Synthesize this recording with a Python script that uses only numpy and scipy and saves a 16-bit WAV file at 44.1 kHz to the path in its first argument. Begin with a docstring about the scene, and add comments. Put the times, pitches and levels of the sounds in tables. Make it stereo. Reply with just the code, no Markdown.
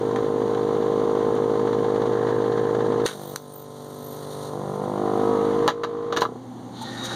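"""At a workbench, close stereo microphones hear a desoldering gun's pump throb some 52 strokes a second,
its nozzle sealed on a joint; a fan's rush and a mains hum lie behind. The solder slurps away, the nozzle snaps
off the lead and hisses open, then clogs and the pump loads up. The gun clatters into its stand, the motor
coasts down and a sleeve slides over the bench. Pump and valves are pulse trains, air is coloured noise,
knocks are cracks with rings; a limiter ducks everything at each sharp crack and creeps back."""
import sys
import numpy as np
from scipy import signal
from scipy.fft import rfft, irfft
from scipy.io import wavfile
from scipy.ndimage import uniform_filter1d, minimum_filter1d

SR = 44100
rng = np.random.default_rng(int(sys.argv[2]) if len(sys.argv) > 2 else 0)


def materialize(psi):
    """Save the field psi as 16-bit PCM at rate SR to the path in sys.argv[1].

    A 1-D psi becomes a single channel; in a 2-D psi each row is a channel.
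    """
    bounded = np.clip(np.atleast_2d(psi).T, -1, 1)
    quanta = np.round(bounded * 32767).astype(np.int16)
    wavfile.write(sys.argv[1], SR, quanta)


N = 315315
TIME = np.arange(N) / SR  # s

# the solder lets go, the nozzle clogs, the gun is in its stand, the motor is switched off, strokes end (s)
FREED_S, CLOG_S, PARKED_S, OFF_S, STOP_S = 3.065, 4.48, 5.72, 6.2, 6.39


def amp(db):
    """Decibels to gain."""
    return 10 ** (np.asarray(db) / 20)


def evened(x):
    """Scales to rms 1."""
    return x / np.sqrt(np.mean(x ** 2) + 1e-20)


def curve(rows, t=TIME, axis=1):
    """One column of a table, read at times t."""
    rows = np.array(rows, float)
    return np.interp(t, rows[:, 0], rows[:, axis])


def read(points, hz):
    """A spectrum, read on a log-frequency axis."""
    f, value = np.transpose(points)
    return np.interp(np.log(hz + 1), np.log(f + 1), value)


def ramp(x, start, span):
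    """Rises from 0 to 1 as x goes from start to start + span."""
    return np.clip((x - start) / span, 0, 1)


def since(s):
    """Seconds gone by since s, zero before it."""
    return np.maximum(TIME - s, 0)


def add(mix, s, sound):
    """Mixes a stereo sound in at time s."""
    part = mix[:, round(s * SR):][:, :sound.shape[1]]
    part += sound[:, :part.shape[1]]


def drift(hz):
    """Slow random wander of rms 1, its spectrum falling off around hz."""
    f = np.fft.rfftfreq(N, 1 / SR)
    smooth = np.exp(-(f / hz) ** 2)
    return evened(irfft(rfft(rng.standard_normal(N)) * smooth, N))


# likeness of the two microphones in coloured noise: pitch_hz, correlation
LIKENESS = [(50, 0.098), (130, 0.78), (400, 0.82), (1300, 0.95), (2300, 0), (15000, 0)]
# lean of coloured noise to one side: pitch_hz, left_minus_right_db
LEAN = [(100, -9.5), (220, -14), (700, -0.5), (2400, -1), (5000, 0.5), (12000, 3)]


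def noise(colour, size=N):
    """Coloured noise, partly shared by the two microphones; 0 dB over the whole band gives an rms near 1."""
    hz = np.fft.rfftfreq(size, 1 / SR)
    a, b = rfft(rng.standard_normal((2, size)))
    same = np.clip(read(LIKENESS, hz), -1, 1)
    lean = amp(read(LEAN, hz) / 2)
    left = a * lean
    right = (same * a + np.sqrt(1 - same ** 2) * b) / lean
    return irfft(np.array([left, right]) * amp(read(colour, hz)), size)


def narrow(hz, width_hz, size=N):
    """Stereo noise through one resonance, of rms 1."""
    off = (np.fft.rfftfreq(size, 1 / SR) - hz) / (width_hz / 2)
    return evened(irfft(rfft(rng.standard_normal((2, size))) / (1 + off ** 2), size))


def sing(rows):
    """Fuzzy tones, each a narrow noise band that swells, glides and fades."""
    out = np.zeros((2, N))
    for start, end, hz, glide_hz, width_hz, db in rows:
        size = int((end - start) * SR)
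        glide = np.exp(2j * np.pi * np.cumsum(np.linspace(0, glide_hz, size)) / SR)
        tone = (signal.hilbert(narrow(hz, width_hz, size)) * glide).real
        swell = np.sin(np.linspace(0, np.pi, size))
        add(out, start, amp(db) * tone * swell)
    return out


def causal(db):
    """Spectrum of the promptest (minimum-phase) ring that has this colour."""
    log_gain = np.log(amp(np.r_[db, db[-2:0:-1]]))
    return np.exp(np.conj(signal.hilbert(log_gain)))[:len(db)]


EDGE_HZ = 15750  # upper edge of the recorded band
EMPHASIS_HZ, METER_S = 3300, .003  # where the treble starts to count extra; averaging time


def loudness(x):
    """Running level over a few milliseconds, the treble counting extra."""
    hz = np.fft.rfftfreq(x.shape[1], 1 / SR)
    weight = np.hypot(1, (hz / EMPHASIS_HZ) ** 2) * (hz < EDGE_HZ)
    sharp = irfft(rfft(x) * weight, x.shape[1])
    power = uniform_filter1d((sharp ** 2).mean(0), size=round(METER_S * SR), mode="constant")
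    return np.sqrt(abs(power) + 1e-12)


def blow(colour, t60, tilt_db, crack, crack_s=0.0013, rise_s=0.0014, size=16384):
    """A sharp crack and a dense ring that builds and dies, of peak about 1."""
    t, hz = np.arange(size) / SR, np.fft.rfftfreq(size, 1 / SR)
    ring = amp(-60 * t / t60) * (1 - np.exp(-t / rise_s))
    burst = noise([(20, 0), (20000, 0)], size=size) * (ring + crack * np.exp(-t / crack_s))
    tilt = tilt_db * np.log2(np.maximum(hz, 1000) / 1000)
    sound = irfft(rfft(burst) * causal(read(colour, hz) + tilt))
    return sound / np.sort(abs(sound).ravel())[-6]  # a few stray samples may go above 1


def workshop(x, t60=0.15, wet_db=-14):
    """A short diffuse tail of decaying noise from the small room."""
    t = np.arange(SR // 3) / SR
    tail = rng.standard_normal((2, len(t))) * amp(-60 * t / t60) * (t > .006)
    tail /= np.linalg.norm(tail[0])
    return x + amp(wet_db) * signal.oaconvolve(x, tail, axes=1)[:, :N]


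# colour of the fan's rush: pitch_hz, relative_db
FAN = [(25, -30.5), (70, -21.5), (110, -5.5), (170, -6.5), (250, 2.5), (330, -6), (600, -12.5), (810, -6.5),
       (1000, -12), (1500, -26), (2200, -24), (4000, -28), (8000, -31.5), (15000, -47.5)]
# tones of the fan: pitch_hz, width_hz, level_db (over FAN_DB)
FAN_TONES = [(249.2, 7.4, -6), (347.5, 5.8, -8.5), (523, 11, -12.5), (791.3, 15, -12)]
# mains hum as the microphone moves: time_s, level_db (before the left-right offsets)
HUM = [(0, -37), (1.2, -37.5), (2.2, -34), (4.2, -36), (6.2, -37.5), (6.8, -39.5)]
FAN_DB = -33  # reference for the rush and the tones


def background(hum_hz=120, waver_db=0.5, rush_db=-2):
    """A fan's noisy rush with its resonant tones, and the sine hum of a transformer."""
    hum = np.sin(2 * np.pi * hum_hz * TIME) * amp(curve(HUM) + waver_db * drift(1.8))
    rush = amp(rush_db) * evened(noise(FAN))
    tones = sum(amp(db) * narrow(hz, width) for hz, width, db in FAN_TONES)
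    return (rush + tones) * amp(FAN_DB) + hum * amp([[-2], [1.5]])  # left, right dB


# colour of the sleeve's rub: pitch_hz, relative_db
SLEEVE = [(40, -7), (250, -2), (900, 2.5), (1500, 3), (1850, -8), (2200, 1), (3200, -1.5), (3850, 1),
          (4700, 0), (6500, -6.5), (10000, -14.5), (15000, -32)]
# sleeve on the bench: time_s, level_db (before slide_db)
SLIDE = [(6.7, -44), (6.836, -44), (7.15, -34.5)]
# bench top and board ringing under the sleeve: start_s, end_s, pitch_hz (first), glide_hz, width_hz, level_db
SCRAPES = [(6.79, 6.86, 875, 9, 60, -32), (6.81, 6.84, 7300, 2, 6100, -39.5),
           (6.76, 7.3, 1875, -83, 140, -42), (6.72, 6.97, 4000, -200, 1000, -41),
           (6.93, 7.22, 3800, 5, 130, -37.5), (7.03, 7.08, 4600, -3, 5900, -32),
           (7.1, 7.135, 1500, 5, 900, -34)]


def sleeve(grain_db=0.5, slide_db=7):
    """Cloth catches and slips on the bench top: grainy noise and short resonant scrapes."""
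    begin = ramp(TIME, SLIDE[0][0], 0.1)
    rub = noise(SLEEVE) * begin * amp(curve(SLIDE) + slide_db)
    return (rub + sing(SCRAPES)) * amp(grain_db * drift(120))


COAST_S = 0.2  # time constant of the motor's run-down


def spin():
    """Share of its speed that the motor keeps once it is switched off."""
    return np.exp(-since(OFF_S) / COAST_S)


# motor speed, quick under vacuum, slower in free air, sagging as the clog bites: time_s, strokes_hz (before coasting)
SPEED = [(0, 51.68), (.5, 51.88), (2.5, 51.98), (3.06, 52.15), (3.13, 50.3), (3.3, 49.15), (3.55, 49.33),
         (4.46, 49.37), (4.54, 48.65), (4.75, 49.1), (5, 50.25), (5.2, 50.95), (5.52, 51.7), (5.66, 52.3),
         (5.8, 52.05), (6.2, 52.2)]


def crank():
    """Turns of the crank so far, the running sum of the stroke rate."""
    return .65 + np.cumsum(curve(SPEED) * spin()) / SR


JOINT_VACUUM = (.752, .852)  # on the joint, first and last (0-1)
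VENT_S, BUILD_S = .139, .912  # time constants of venting, and of building behind a clog


def vacuum():
    """It creeps up on the sealed joint, vents when the solder lets go, and builds again behind the clog."""
    held = np.interp(TIME, [0, FREED_S], JOINT_VACUUM) * np.exp(-since(FREED_S) / VENT_S)
    return held + 1 - np.exp(-(since(CLOG_S) / BUILD_S) ** 2)


CHOKE_FROM, CHOKE_SPAN = 0.13, 0.21  # range of vacuum over which the pump starts to labour


def labour():
    """How hard the pump works: 1 against a sealed or choked nozzle, 0 in free air."""
    return (TIME < FREED_S) + (TIME > CLOG_S) * ramp(vacuum(), CHOKE_FROM, CHOKE_SPAN)


# colour of the nozzle air: pitch_hz, relative_db
HISS = [(600, -21), (1800, 1.5), (2600, -1), (3800, 6), (5200, 5.5), (7000, 2), (9000, 5), (11000, -0.5),
        (13000, -5), (15500, -16)]
# whistles and hiss bands at the nozzle's edge: start_s, end_s, pitch_hz (first), glide_hz, width_hz,
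# level_db (before throb and warble)
WHISTLES = [(1.8, 3.3, 1710, 0.5, 380, -44), (3.04, 3.17, 3720, 5.5, 300, -31.5),
            (3.1, 3.42, 3550, 0, 900, -48), (3.05, 3.56, 14800, -300, 1800, -40),
            (3.46, 3.56, 9900, -1300, 600, -34.5), (3.51, 3.66, 14400, -500, 850, -29.5),
            (3.6, 4.58, 13800, -300, 1220, -47), (3.65, 4.35, 11800, 197, 500, -52),
            (4.0, 4.18, 11900, 96, 400, -38), (4.02, 4.2, 13400, 700, 500, -40),
            (4.15, 4.5, 4000, 0, 900, -45), (4.36, 4.51, 4050, -2, 700, -45),
            (3.06, 3.42, 11700, 2, 2500, -45)]
DRAW_DB, GUSH_DB, GUSH_S = -36, 15, 0.089  # open nozzle, extra in the first gush, its time constant
PLUG_DB, PLUG_DB_PER_S, PLUG_S = -7, -14, 0.03  # the forming clog cuts the draught, then ever more; forming time


def nozzle(turns, throb=0.12, whistle_throb=0.7, flutter_db=1, warble_db=3.0, tear_s=0.023, delay=0.49):
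    """Air gushes in as the solder tears off, rushes with each stroke and whistles on the hole's edge."""
    level = DRAW_DB + GUSH_DB * np.exp(-since(FREED_S) / GUSH_S) * (TIME > FREED_S)
    level += PLUG_DB * ramp(TIME, CLOG_S, PLUG_S) + PLUG_DB_PER_S * since(CLOG_S)
    stroke = np.cos(2 * np.pi * (turns - delay))
    opening = ramp(TIME, FREED_S - tear_s, tear_s)
    air = noise(HISS) * amp(level + flutter_db * drift(38)) * opening * (1 + throb * stroke)
    return air + sing(WHISTLES) * (1 + whistle_throb * stroke) * amp(warble_db * drift(30))


# the barrel skidding down the stand: start_s, end_s, pitch_hz (first), glide_hz, width_hz, level_db
SKID = [(6.213, 6.246, 1400, -850, 300, -16)]


def skid():
    """The barrel skids down the stand with a falling scrape, a gliding noise band."""
    return sing(SKID)


# colour of the snap: pitch_hz, relative_db
SNAP = [(300, -5), (1200, -4), (3000, 3.5), (4500, 1), (9000, -1), (15500, -15)]
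SNAP_S, SNAP_DB, SNAP_T60_S = 3.36, 12.5, 0.0053  # time, loudness, ring


def lift_off(crack=3):
    """The nozzle comes off the lead with a thin snap, a crack with a very short ring."""
    out, snap = np.zeros((2, N)), blow(SNAP, SNAP_T60_S, 0, crack)
    add(out, SNAP_S, amp(SNAP_DB) * snap / loudness(snap).max())
    return out


# solder spitting up the tube: start_s, loudness_db, ring_t60_s, treble_tilt_db (per octave), crack_hardness
SPITS = [(.16, -23.5, 0.093, -9.5, 2.5), (0.548, -29, 0.03, -11, 1), (1.353, -29, 0.019, -2, 1.5),
         (3.062, 8.5, 0.075, -2, 2.2), (3.077, -8, .03, -5.5, 2), (3.086, -7, 0.09, -5.5, 1.6),
         (3.111, -15.5, .04, -8, 1.5), (3.128, -16, 0.033, -4, 1.6)]
# colour of a spit before tilt: pitch_hz, relative_db
SPIT = [(300, -31), (1000, -6.5), (1700, -0.5), (2600, 2), (3800, 1), (5000, -2.5), (6600, -1.5),
        (9500, -5), (15500, -20.5)]


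def solder():
    """Beads of solder are torn off the joint and rattle up the tube, each a crack and a ring."""
    out = np.zeros((2, N))
    for s, db, t60, tilt_db, crack in SPITS:
        spit = blow(SPIT, t60, tilt_db, crack)
        add(out, s, amp(db) * spit / loudness(spit).max())
    return out


# gun knocking against its stand: start_s, loudness_db, ring_t60_s, treble_tilt_db (per octave),
# crack_hardness, favoured_pitch_hz
KNOCKS = [(5.678, 6, 0.075, 0.5, 4.6, 900), (5.685, -4.5, 0.065, -0.5, 1.5, 1700),
          (5.691, -6, 0.077, -2, 1.5, 1090), (5.702, -12, 0.072, -3, 0.88, 1400),
          (5.835, -9.5, 0.067, -2, 0.87, 1220), (5.847, -12.5, 0.047, -2, 2.7, 1180),
          (6.125, -12.5, 0.11, -2, 1, 1140), (6.164, -10.5, 0.058, 0, 0.89, 1700),
          (6.171, -5, 0.078, 0, 1.2, 1160), (6.177, -17, 0.062, -3, 1, 620),
          (6.208, -10, 0.12, 5.5, 0.63, 1700), (6.219, -4, 0.075, -2, 2.9, 970),
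          (6.237, -20.5, .04, -5, 1, 620), (6.252, -11.5, 0.045, -7.5, 1.7, 1170)]
# colour of a knock before tilt: pitch_hz, relative_db
KNOCK = [(60, -20), (250, -6.5), (600, -2), (1100, -3), (1800, -5.5), (2400, -5), (3900, -8.5),
         (5200, -11.5), (6500, -16), (9000, -29), (15500, -35.5)]
# modes of the metal stand: pitch_hz, relative_db (before focus and tilt), ring_t60_s
STAND = [(623, 3.9, .06), (852, 4.2, 0.06), (1010, 9.5, 0.044), (1168, 7.9, 0.046), (1290, 1.5, 0.074),
         (1696, 2, 0.052), (2840, 2.8, 0.053), (3914, 6.3, 0.044)]


def stand(ring_db=-6, rise_s=0.00074, focus_db=12, focus_octaves=0.21):
    """The gun knocks into its metal stand; each point of contact favours the modes near one pitch."""
    out, t = np.zeros((2, N)), np.arange(16384) / SR
    for s, db, t60, tilt_db, crack, favoured_hz in KNOCKS:
        ring = 0
        for hz, mode_db, life in STAND:
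            octaves_off = np.log2(hz / favoured_hz)
            mode_db += focus_db * np.exp(-(octaves_off / focus_octaves) ** 2)
            mode_db += tilt_db * np.log2(max(hz / 1000, 1))
            phase = rng.uniform(-1, 1) + rng.uniform(-.45, .45, (2, 1))  # nearly alike at both microphones
            ring += amp(mode_db - 60 * t / life) * np.sin(2 * np.pi * hz * t + phase)
        ring *= 1 - np.exp(-t / rise_s)
        ring *= amp(ring_db - 2 * tilt_db) / abs(ring).max()  # soft blows are mostly ring
        knock = blow(KNOCK, t60, tilt_db, crack) + ring
        add(out, s, amp(db) * knock / loudness(knock).max())
    return out


# colour of the valve air: pitch_hz, relative_db
PUFF = [(150, -14), (350, 8.5), (600, 10), (1050, 9.5), (1400, -0.5), (1800, -2), (2300, -4), (3800, -9),
        (5000, -13), (7500, -22), (10000, -31), (15000, -45)]
# the pump's place as the microphone moves: time_s, left_minus_right_db, nearness_db
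PLACE = [(0, -1.5, -1.5), (1.1, -1.5, 0.5), (2.7, 1.5, 0), (3.3, 3, 0), (5.15, 2.5, 0), (5.7, 1, 2),
         (6.2, 1.5, 1.5)]
PUFF_DB, PUFF_LABOUR_DB, PUFF_VENT_DB = -33.5, 2.5, 11.5  # free air, extra when choked, extra per vacuum vented


def valves(turns, leak=0.23, open_share=0.69, delay=0.346, uneven_db=4.5, coast_db=42,
           rattle_hz=17.5, rattle_db=4.0):
    """A puff of air, a decaying gate on noise, follows every stroke, no two equally strong."""
    cycle = np.maximum(turns - delay, 0)
    strength = amp(uneven_db * (2 * rng.random(N) - 3.0))[cycle.astype(int)]  # a new size each stroke
    puffs = leak + strength * np.exp(-(cycle % 1) / open_share)
    gate = evened(uniform_filter1d(puffs, size=64))  # the edges of each puff are softened
    # on the sealed joint the puffs surge every third stroke or so
    rattle = rattle_db * np.sin(2 * np.pi * rattle_hz * TIME + drift(17.0))
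    rattle *= curve([(1, .4), (2.1, 0.77)]) * (TIME < FREED_S)
    venting = vacuum() * (TIME > FREED_S) * (TIME < CLOG_S)
    level = PUFF_DB + PUFF_LABOUR_DB * labour() + PUFF_VENT_DB * venting
    level += curve(PLACE, axis=2) - coast_db * (1 - spin())
    return noise(PUFF) * gate * amp(level + rattle)


# delay through the housing, before each ring's lag_share: pitch_hz, delay_s
LAG = [(250, 0.00038), (450, 0.0035), (600, 0.0026), (850, 0.00728)]


def stroke_ring(orders, rate_hz, lag_share, lead, balance, size=4096):
    """One stroke at the two microphones; a train of them has rms near 1 around the main resonance."""
    hz = np.fft.rfftfreq(size, 1 / SR)
    tops = [(k * rate_hz, db) for k, db in enumerate(orders, 1)]
    db = read([(7.7, -42.5)] + tops + [(1750, -61.0), (2400, -80.5), (6000, -88.5)], hz)
    ratio = amp(read(balance, hz))
    turn = np.exp(.5j * lead * np.minimum(hz / 450, 1))
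    pair = np.array([ratio * turn, 1 / turn]) * 2 / (1 + ratio)
    spread = np.exp(-2j * np.pi * lag_share * np.cumsum(read(LAG, hz)) * hz[1])
    main = (hz > 330) & (hz < 560)
    power = np.sum(amp(db[main]) ** 2) * 2 / size * rate_hz / SR
    ring = np.roll(irfft(causal(db) * pair * spread), size // 32, axis=1)
    return ring * signal.windows.tukey(size, .04) / np.sqrt(power)


# the two valves while air flows: time_s, gap_s, early_slap_db, late_slap_db
SLAPS = [(3.1, 0.0043, 2.5, -3.5), (3.2, 0.0055, -3.5, 1.5), (3.4, 0.00718, -1.5, -1.5),
         (4.48, 0.0075, -0.5, -2), (4.6, .00583, -2, 0.5), (4.75, 0.0048, -3, 0.5), (4.9, 0.0034, -5, 2),
         (5.05, 0.0029, 3, 3.5), (5.3, 0.0028, -2, 3.5)]


def double_slap(first, second, s):
    """One valve slaps after the other; as the gap closes, a comb of resonances sweeps upward."""
    gap_s, first_db, second_db = [curve(SLAPS, s, axis=k) for k in range(1, len(SLAPS[0]))]
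    return amp(first_db) * first + amp(second_db) * np.roll(second, round(gap_s * SR), axis=1)


# rings of one stroke on the sealed joint, choked, and parked in the stand: level_db at 1, 2, 3.. times the stroke rate
SEALED = [-26.5, -39, -16.5, -12.5, -11, -7, -6, -1, 4, -7.5, -15, -13, -25.5, -14.5, -16, -52, -14.5, -20,
          -19.5, -12.5, -27.5, -21.5, -36, -23.5]
CHOKED = [-24, -31, -17, -6.5, -6.5, -3.5, -5, -3.5, 7.5, -2, -33, -12.5, -13, -6.5, -13, -8.5, -46, -10.5,
          -8, -18, -36, -5, -44, -11.5, -12.5, -26, -33]
PARKED = [-26, -21, -13.5, -15, -11, -4.5, -10.5, -2.5, 8, -13.5, -18, -23, -13, -30, -18, -27.5, -34.5,
          -33, -15, -9.5, -32, -12, -16.5, -19.5]
# rings of the two valve slaps while air flows: level_db at 1, 2, 3.. times the stroke rate
EARLY_SLAP = [-41, -12.5, 2.5, -2, -3, 2, 1, -1, 9, 2, 2, -2.5, -2, -9.5, -6.5, -4, -36, 3.5, -14, -27, 3.5,
              -39, -38, -33, -32, -4.5, -40]
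LATE_SLAP = [-20, -7.5, 3.5, 3.5, 0.5, -5.5, 3, 2.5, 3.5, 7, -4.5, 1, -3, -1.5, 1, -1, -21, -5.5, -12, -2.5,
             -7, -8.5, -11.5, -11, -15.5, -29, -23.5, -11.5]
# the five rings in that order: levels, strokes_hz, lag_share, left_lead_rad (from 450 Hz up),
# balance (pitch_hz, left_minus_right_db)
RINGS = [(SEALED, 52, 0.79, 0.94, [(200, -13.5), (420, -7.5), (750, -2)]),
         (CHOKED, 51.2, 0.17, 0.84, [(200, -14), (450, -1.5)]), (PARKED, 52.2, 0.598, 1, [(200, -10),
         (450, -2.5)]), (EARLY_SLAP, 49.3, 0, 0.85, [(250, -11.5), (700, -5.5)]),
         (LATE_SLAP, 49.6, 0, 0.77, [(250, -9), (700, -1.5)])]
PUMP_DB, LABOUR_DB = -29, 6.5  # a stroke in free air; extra for the merged strokes
JITTER_S = .00002  # rms unevenness of stroke timing
MERGE_S, MERGE_SPAN_S = 5.12, 0.22  # when the two slaps start to merge into the choked ring, and how long it takes
PARKING_S = 0.43  # time the gun takes to slide into its stand


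def pump(turns, uneven_db=0.23, coast_db=18, leak_span=0.65):
    """Each crank turn rings the housing: two slaps while air flows, one merged stroke under vacuum."""
    at = np.interp(np.arange(1, turns[-1]), turns, TIME)
    at = at[at < STOP_S]
    merged = ramp(TIME, MERGE_S, MERGE_SPAN_S)
    parking = ramp(TIME, PARKED_S - PARKING_S, PARKING_S)
    leaked = ramp(1 - spin(), 0, leak_span)
    # neighbouring states blend
    sealed_share = TIME < FREED_S
    choked_share = merged * (1 - parking)
    parked_share = parking * (1 - leaked)
    slap_share = (TIME >= FREED_S) * (1 - merged) + leaked
    shares = np.array([sealed_share, choked_share, parked_share, slap_share]) ** 0.86
    level = PUMP_DB + curve(PLACE, axis=2) - coast_db * (1 - spin())
    *single, first, second = [stroke_ring(*ring) for ring in RINGS]
    merged_rings = [amp(LABOUR_DB) * ring for ring in single]
    out = np.zeros((2, N))
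    for s, (late, strong) in zip(at, rng.standard_normal((len(at), 2))):
        now = round(s * SR)
        rings = np.array(merged_rings + [double_slap(first, second, s)])
        stroke = np.tensordot(shares[:, now], rings, 1)
        add(out, s + JITTER_S * late, amp(level[now] + uneven_db * strong) * stroke)
    return out * amp(np.outer([.7, -.3], curve(PLACE)))


def scene():
    """The crank drives the pump, the valves and the draught; the clatter rings in the room."""
    turns = crank()
    clatter = solder() + lift_off() + stand() + skid()
    return background() + sleeve() + nozzle(turns) + workshop(clatter) + valves(turns) + pump(turns)


LIMIT_DB, RECOVER_DB_PER_S = -6.5, 10  # the recorder's limiter


def limiter(x):
    """Turns the gain down at once on anything too loud, and lets it back up slowly."""
    over_db = np.maximum(20 * np.log10(loudness(x)) - LIMIT_DB, 0)
    recovery = RECOVER_DB_PER_S * TIME
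    duck_db = np.maximum.accumulate(over_db + recovery) - recovery
    return x * amp(uniform_filter1d(minimum_filter1d(-duck_db, size=64), size=32))


NOTCH_HZ, NOTCH_SPACING_HZ = 2520, 2650  # a dip of the mid, and the step to the next


def record(dry, depth=0.92):
    """The limiter; stereo widening that combs mid and side in opposite ways; then the band limit."""
    hz = np.fft.rfftfreq(N, 1 / SR)
    left, right = limiter(dry)
    treble = np.clip(hz / 700 - 1.4, 0, 1)
    comb = min(depth, 1) * np.cos(2 * np.pi * (hz - NOTCH_HZ) / NOTCH_SPACING_HZ) * treble
    mid = irfft(rfft(left + right) * np.sqrt(1 - comb), N) / 2
    side = irfft(rfft(left - right) * np.sqrt(1 + comb), N) / 2
    wide = np.clip([mid + side, mid - side], -1, 1)
    low_pass = signal.firwin(511, EDGE_HZ, window=("kaiser", 9), fs=SR)
    return signal.oaconvolve(wide, low_pass[None], "same", axes=1)


dry = scene()
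out = record(dry)
materialize(out)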